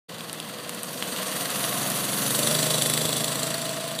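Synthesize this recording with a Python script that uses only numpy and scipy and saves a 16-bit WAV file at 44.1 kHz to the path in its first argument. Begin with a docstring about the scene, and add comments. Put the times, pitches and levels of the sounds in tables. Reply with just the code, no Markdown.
"""Drift trike passing by the woods

One microphone beside an asphalt road, trees giving a soft echo. A drift trike with a small
single-cylinder four-stroke comes up at low throttle, valve gear clattering, slack chain clacking and
plastic rear wheels hissing. As it goes by the throttle opens and the exhaust faces the microphone:
one sharp chuff and boom per firing."""
import sys
import numpy as np
from scipy import signal
from scipy.fft import rfft, irfft, next_fast_len
from scipy.io import wavfile
from scipy.ndimage import uniform_filter1d, map_coordinates

SR = 44100
rng = np.random.default_rng(int(sys.argv[2]) if len(sys.argv) > 2 else 0)


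def generate_wav(sig):
    """Save sig (samples, or channels by samples) to the path in sys.argv[1] as 16-bit PCM at SR."""
    pcm = np.round(np.clip(np.atleast_2d(sig).T, -1, 1) * 32767).astype(np.int16)
    wavfile.write(sys.argv[1], SR, pcm)


N = 176400

# The pass from the roadside. Each row: time in seconds, relative levels of clatter and wheel hiss in dB.
PASS_LEVELS = [(.15, -41.5, -47.5), (.65, -39, -44.5), (.95, -39, -39), (1.2, -33.5, -36),
               (1.75, -32, -30.5), (2.1, -33, -31), (2.5, -28.5, -21), (2.95, -32.5, -23),
               (3.4, -31.5, -27), (4, -36, -34.5)]


def exhaust():
    """Every firing booms in the pipe, rings the muffler and lets out a chuff of gas; a few crack."""
    # Each row: time in seconds, pipe boom in dB, muffler ring in dB.
    levels = [(.15, -43.5, -68), (.6, -46, -61), (1.35, -44, -62), (1.8, -36, -63), (2.15, -38.5, -49),
              (2.35, -35, -39.5), (2.6, -34, -37.5), (3.05, -37.5, -38.5), (3.45, -37.5, -43),
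              (4, -43, -48)]
    # The firing pulse and two intake gulps later in the cycle. Each row: delay in cycles, level in dB.
    thumps = [(0, 0.5), (0.17, -7), (0.344, -4.5)]
    # Pipe from the front, pipe from the rear, muffler. Each row: resonance in Hz, width in Hz, gain in dB.
    pipe_ahead = [(138, 10, -13), (178.7, 33, 7), (244, 17, -15), (277, 11, -8)]
    pipe_behind = [(136, 22, -0.5), (151.6, 16, 1), (193, 17, 1), (233.7, 14, -1.5), (311, 15, -13)]
    muffler = [(411, 6.2, -5.5), (432, 29, -7), (484, 19.6, 1), (545, 4.3, -15)]
    # Escaping gas and single hard firings. Each row: time in seconds, relative level in dB.
    chuff_levels = [(.5, -57), (1.2, -39.5), (2.15, -40.5), (2.38, -29.5), (2.85, -29.5), (3.22, -32),
                    (3.33, -36), (3.47, -34.5), (3.68, -37), (3.76, -43.5), (4, -40)]
    hard_firings = [(2.392, -24), (2.822, -17), (2.900, -23), (3.244, -23), (3.432, -25)]
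    # Each row: frequency in Hz, level in dB.
    gas_spectrum = [(300, 4), (1100, -15), (1900, 0), (2300, -9.5), (3000, 0), (3500, 2.5), (4600, 6.5),
                    (5150, -12.5), (6000, -4), (7700, 1.5), (9500, 2), (11300, -2.5), (12500, -17),
                    (15500, 0.5)]
    boom_db, muffler_db = curves(levels)
    rear = behind()
    pulses = strokes(lag=-.03, scatter_db=.7, jitter_s=.00005)
    waves = sum(amp(db) * strokes(lag - .03, scatter_db=.8, jitter_s=.00006) for lag, db in thumps)
    boom = np.sqrt(1 - rear) * ring(waves, pipe_ahead) + np.sqrt(rear) * ring(waves, pipe_behind)
    firings = strokes(lag=-.02, scatter_db=1.2, jitter_s=.0003)
    gas = bursts(firings, rise_s=.0026, fall_s=.0038) * amp(1.2 * wobble(1500))
    times, crack_db = np.transpose(hard_firings)
    cracks = bursts(impulses(times, amp(crack_db - 4.5)), rise_s=.00095, fall_s=.0024)
    rush = shifting(coloured(rng.standard_normal(N), gas_spectrum), depth_db=3.0)
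    chuff = (amp(curves(chuff_levels)[0]) * unit(gas) + cracks) * rush
    return amp(boom_db) * boom + amp(muffler_db) * ring(pulses, muffler) + chuff


def wheels():
    """Hard rear wheels and chain hiss in fine grains, shaken by the engine; the swish is highest abreast."""
    # Hiss coming and going. Each row: frequency in Hz, level in dB.
    hiss_ahead = [(3000, -32), (5100, -8), (5800, 2), (7600, -1.5), (8700, 4.5), (11300, 3), (12400, -2.5),
                  (13800, 6), (15000, -10)]
    hiss_behind = [(3000, -13), (5100, -6), (5900, 2), (6600, -7), (7700, 4), (9000, 1), (10200, 2),
                   (11300, -1), (12400, -5), (13800, -2), (15000, -9)]
    # Each row: time in seconds, centre of the swish in Hz.
    swish_pitch = [(1.25, 8750), (1.75, 10150), (2.2, 10000), (2.6, 8900), (3, 8100)]
    swish_width_hz = 620
    _, hiss_db = curves(PASS_LEVELS)
    rear = behind()
    shake = unit(bursts(knocks(), rise_s=.0013, fall_s=.0086))
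    grit = (1.7 + shake) * amp(1.3 * wobble(1200) + .46 * wobble(30.13)) * rng.standard_normal(N)
    hiss = (1 - rear) * coloured(grit, hiss_ahead) + amp(-7) * rear * coloured(grit, hiss_behind)
    band = filtered(grit, lambda hz: np.exp(-(hz / swish_width_hz) ** 2 / 2))
    swish = unit(band * np.sin(2 * np.pi * np.cumsum(curves(swish_pitch)[0]) / SR))
    return amp(hiss_db - 1) * shifting(hiss + amp(-7.5 - 10 * rear) * swish, depth_db=1.4)


def machinery():
    """Valves and piston clatter within each cycle; block and frame rumble with them."""
    # Each row: frequency in Hz, level in dB.
    clatter_spectrum = [(500, -12.5), (860, -6.5), (1080, 3.5), (1600, 0.5), (2000, 1.5), (2200, -4.5),
                        (2750, 1), (3500, 0.5), (4200, -0.5), (4700, 1), (5100, -9), (8000, -9.5),
                        (15000, -18.5)]
    block_spectrum = [(25, -7), (60, -18), (100, -8), (170, 3.5), (290, 3), (375, -7.5), (480, 1),
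                      (700, -0.5), (850, -9), (1100, -3.5), (1600, -34)]
    # Each row: time in seconds, relative level in dB.
    rumble_levels = [(.15, -44), (1, -39.5), (1.7, -36.5), (2.7, -36.5), (3.2, -36), (4, -44)]
    clatter_db = curves(PASS_LEVELS)[0] - .48 - 2.73 * behind()
    knocking = unit(bursts(knocks(), rise_s=.0019, fall_s=.0062))
    rattle = (1.7 + knocking) * amp(.79 * wobble(900)) * rng.standard_normal(N)
    clatter = coloured(rattle, clatter_spectrum)
    rumble = coloured((13 + knocking) * rng.standard_normal(N), block_spectrum)
    return amp(clatter_db) * clatter + amp(curves(rumble_levels)[0] + .5) * rumble


def chain():
    """The slack chain clacks against sprocket and frame on the approach, while the throttle is low."""
    # Each row: time in seconds, level in dB, treble against middle in dB.
    clacks = [(.184, -29, -9), (0.208, -24, -19), (0.297, -21.5, -25), (.330, -19.5, -1.5),
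              (.401, -19, -7.5), (.694, -16.5, -2), (.748, -24, 0), (0.792, -26, -1), (0.833, -18, 4),
              (1.025, -14.5, -14), (1.163, -16.5, -15), (1.504, -17, 3), (1.641, -19, -20),
              (1.902, -15.5, -1.5)]
    # The two bands of a clack. Each row: frequency in Hz, level in dB.
    middle = [(600, -2), (1500, -6), (3300, 11), (4600, 1), (6000, -4), (15000, -21)]
    treble = [(3000, -34), (6000, -3), (9000, 20), (15000, 6)]
    times, level_db, treble_db = np.transpose(clacks)
    treble_share = np.clip(amp(treble_db) ** 2, .01, .9)
    out = 0
    for share, spectrum in (1 - treble_share, middle), (treble_share, treble):
        hits = impulses(times, amp(level_db) * np.sqrt(share))
        out += bursts(hits, rise_s=.000094, fall_s=.00084) * coloured(rng.standard_normal(N), spectrum)
    return out


def sprocket():
    """The chain whines as it meshes, swaying with the crank's speed and surging at each turn."""
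    # Each row: time in seconds, relative level in dB.
    whine_levels = [(.15, -48), (1, -44.5), (1.35, -41), (1.7, -50), (2.2, -44), (2.55, -31), (2.85, -38.5),
                    (3.3, -36.5), (3.78, -32), (4, -33.5)]
    teeth_per_cycle, sway_rad = 24, .81
    cycles = crank()
    sway = sway_rad * np.sin(2 * np.pi * (cycles - .25))
    phase = 2 * np.pi * teeth_per_cycle * cycles + sway + .28 * wobble(70)
    surge = amp(2 * np.cos(4 * np.pi * (cycles - .08)) + 1.5 * wobble(40))
    return amp(curves(whine_levels)[0] - 3) * unit(surge * np.sin(phase))


def fins():
    """Tappet and firing ring the cooling fins and shroud, each mode wavering; two of the chain's clacks ring
    them too."""
    # Each row: resonance in Hz, width in Hz, gain in dB.
    modes = [(3442, 110, 7.5), (3560, 120, -1), (3706, 110, -3), (3910, 54, 5), (4214, 300, 0),
             (4650, 48, -0.5)]
    # Running ring, and the fin ring of two chain clacks against the frame. 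Each row: time in seconds, level in
    # dB.
    ring_levels = [(.6, -58), (2.2, -47), (2.5, -38.5), (2.8, -34), (3.22, -35), (3.45, -49), (4, -45)]
    clack_rings = [(1.025, -18), (1.642, -16)]
    tappet = strokes(lag=-.21, scatter_db=3, jitter_s=.0005)
    firings = strokes(lag=-.03, scatter_db=3, jitter_s=.001)
    blows = .9 + unit(bursts(tappet + 1.4 * firings, rise_s=.00036, fall_s=.0019))
    ringing = sum(amp(db + 1.6 * wobble(20)) * ring(blows * rng.standard_normal(N), [(hz, width, 0)])
                  for hz, width, db in modes)
    times, clink_db = np.transpose(clack_rings)
    clinks = ring(impulses(times, amp(clink_db)), modes)
    clinks *= amp(clink_db.max()) / np.abs(clinks).max()
    return amp(curves(ring_levels)[0]) * unit(ringing) + clinks


def pipe_hum():
    """The pipe holds a few clean overtones of the firing rate."""
    # Each row: time in seconds, level in dB.
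    levels = [(.15, -49.5), (1.2, -50.5), (1.9, -44), (2.35, -36.5), (2.8, -39.5), (3.3, -44.5), (4, -51)]
    # Each row: multiple of the firing rate, relative level in dB.
    overtones = [(8, -5), (9, 0), (15, -9), (19, -7)]
    phase = 2 * np.pi * crank()
    tone = sum(amp(db) * np.sin(k * phase + rng.uniform(0, 2 * np.pi)) for k, db in overtones)
    return amp(curves(levels)[0]) * unit(tone)


def intake():
    """The intake tract rings as its valve closes; its mouth honks on passing the microphone."""
    # Each row: resonance in Hz, width in Hz, gain in dB.
    tract = [(637.4, 26, 10.5), (1030, 53, 4)]
    mouth = [(654, 25, -1), (708, 20, 5)]
    nearest_s, spread_s = 1.74, .45
    closings = strokes(lag=.53, scatter_db=4, jitter_s=.00018)
    gulps = strokes(lag=-.13, scatter_db=2, jitter_s=.0001)
    facing = np.exp(-((np.arange(N) / SR - nearest_s) / spread_s) ** 2)
    honk = amp(-41.5) * facing * ring(gulps, mouth)
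    return amp(curves(PASS_LEVELS)[0] - 14.5) * ring(closings, tract) + honk


def woods(x):
    """The tree trunks scatter back a soft tail, 20 ms behind the direct sound."""
    # Each row: frequency in Hz, seconds to die away by 60 dB.
    decay = [(150, 0.36), (2000, 0.44), (12000, 0.08)]
    hz, t, noise = signal.stft(rng.standard_normal(SR // 2), SR, nperseg=256)
    tail = signal.istft(noise * amp(-60 * t / along(decay, hz)[:, None]), SR, nperseg=256)[1]
    return signal.fftconvolve(np.pad(x, (SR // 50, 0)), tail / np.linalg.norm(tail))[:N]


def crank():
    """Engine cycles counted from an opening of the exhaust valve."""
    # Each row: time in seconds, firings per second.
    firing_rate = [(0, 19.9), (.8, 20.2), (1.2, 20.88), (1.6, 22.05), (1.9, 22.46), (2.2, 22.44),
                   (2.35, 23.76), (2.55, 25.67), (2.7, 26.03), (2.95, 25.78), (3.25, 26.52), (3.6, 26.87),
                   (4, 27.03)]
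    exhaust_opens_s = 2.9003
    cycles = np.cumsum(curves(firing_rate)[0]) / SR
    return cycles - np.interp(exhaust_opens_s, np.arange(N) / SR, cycles)


def strokes(lag, scatter_db, jitter_s):
    """One impulse per engine cycle, lag of a cycle after the exhaust valve opens."""
    cycles = crank()
    count = np.arange(np.floor(cycles[0]), np.ceil(cycles[-1]))
    late, size = rng.standard_normal((len(count), 2)).T
    times = np.interp(count + lag, cycles, np.arange(N) / SR, left=-1, right=-1) + jitter_s * late
    heard = (times >= 0) & (times < N / SR)
    return impulses(times[heard], amp(scatter_db * size)[heard])


def knocks():
    """The impulses of valves and piston within each cycle."""
    # Each row: lag in cycles, level in dB.
    pattern = [(0.019, 0.5), (0.202, 3), (0.498, -6.5), (0.802, -1)]
    return sum(amp(db) * strokes(lag, scatter_db=2.5, jitter_s=.0021) for lag, db in pattern)


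def behind():
    """0 while the trike approaches, 1 once its tail faces the microphone."""
    turn_s, swing_s = 2.33, .12
    return .5 + .5 * np.tanh((np.arange(N) / SR - turn_s) / swing_s)


def amp(db):
    """Decibels to gain."""
    return 10 ** (np.asarray(db) / 20)


def unit(x):
    """Scale to rms 1."""
    return x / np.sqrt(np.mean(x ** 2) + 1e-20)


def along(points, hz):
    """Interpolate (Hz, value) points on a log axis."""
    f, v = np.transpose(points)
    return np.interp(np.log(hz + 1), np.log(f + 1), v)


def curves(rows):
    """One value per sample for each column after the time."""
    times, *columns = np.transpose(rows)
    return [np.interp(np.arange(N) / SR, times, c) for c in columns]


def wobble(rate):
    """A smooth random curve, rate knots a second."""
    return map_coordinates(rng.standard_normal(N // 8), [np.arange(N) * rate / SR], order=3)


def impulses(times, gains):
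    """An impulse at each time in seconds."""
    return np.bincount((times * SR).astype(int), gains, N)


def bursts(hits, rise_s, fall_s):
    """An envelope that swells into each impulse and dies after it."""
    t = np.arange(-(SR // 20), SR // 20 + 1) / SR
    return signal.fftconvolve(hits, np.exp(-np.maximum(-t / rise_s, t / fall_s)), 'same')


def filtered(x, response):
    """x through a frequency response."""
    m = next_fast_len(N + SR // 2)
    return irfft(rfft(x, m) * response(np.fft.rfftfreq(m, 1 / SR)), m)[:N]


def coloured(x, spectrum):
    """x through a spectrum, at rms 1."""
    return unit(filtered(x, lambda hz: amp(along(spectrum, hz))))


def ring(x, modes):
    """x through a set of resonances, at rms 1."""
    return unit(filtered(x, lambda f: sum(amp(db) * 1j * f * width / (hz * hz - f * f + 1j * f * width)
                                          for hz, width, db in modes)))


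def shifting(x, depth_db):
    """x with patches of its spectrum swelling and fading at random."""
    z = signal.stft(x, nperseg=256)[2]
    bands = uniform_filter1d(rng.standard_normal(z.shape), size=5, axis=0)
    patches = uniform_filter1d(bands, size=12, axis=1)
    return signal.istft(z * amp(depth_db * unit(patches)), nperseg=256)[1][:N]


def scene():
    """The trike and its echo from the woods, in mono."""
    trike = exhaust() + pipe_hum() + intake() + machinery() + fins() + sprocket() + wheels() + chain()
    return (trike + amp(-15) * woods(trike))[None]


def record(dry):
    """The sound swells in just after the start; the microphone sheds the deep bass and the highest treble."""
    open_s, low_cut_hz, top_hz = .095, 105, 15400
    opening = np.clip((np.arange(N) / SR - open_s) / .013 + 1, 0, 1)
    low_cut = signal.butter(3, low_cut_hz, 'high', fs=SR, output='sos')
    thin = signal.sosfilt(low_cut, dry[0] * opening ** 2)
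    return filtered(thin, lambda hz: 1 / (1 + (hz / top_hz) ** 200))[None]


dry = scene()
out = record(dry)
generate_wav(out)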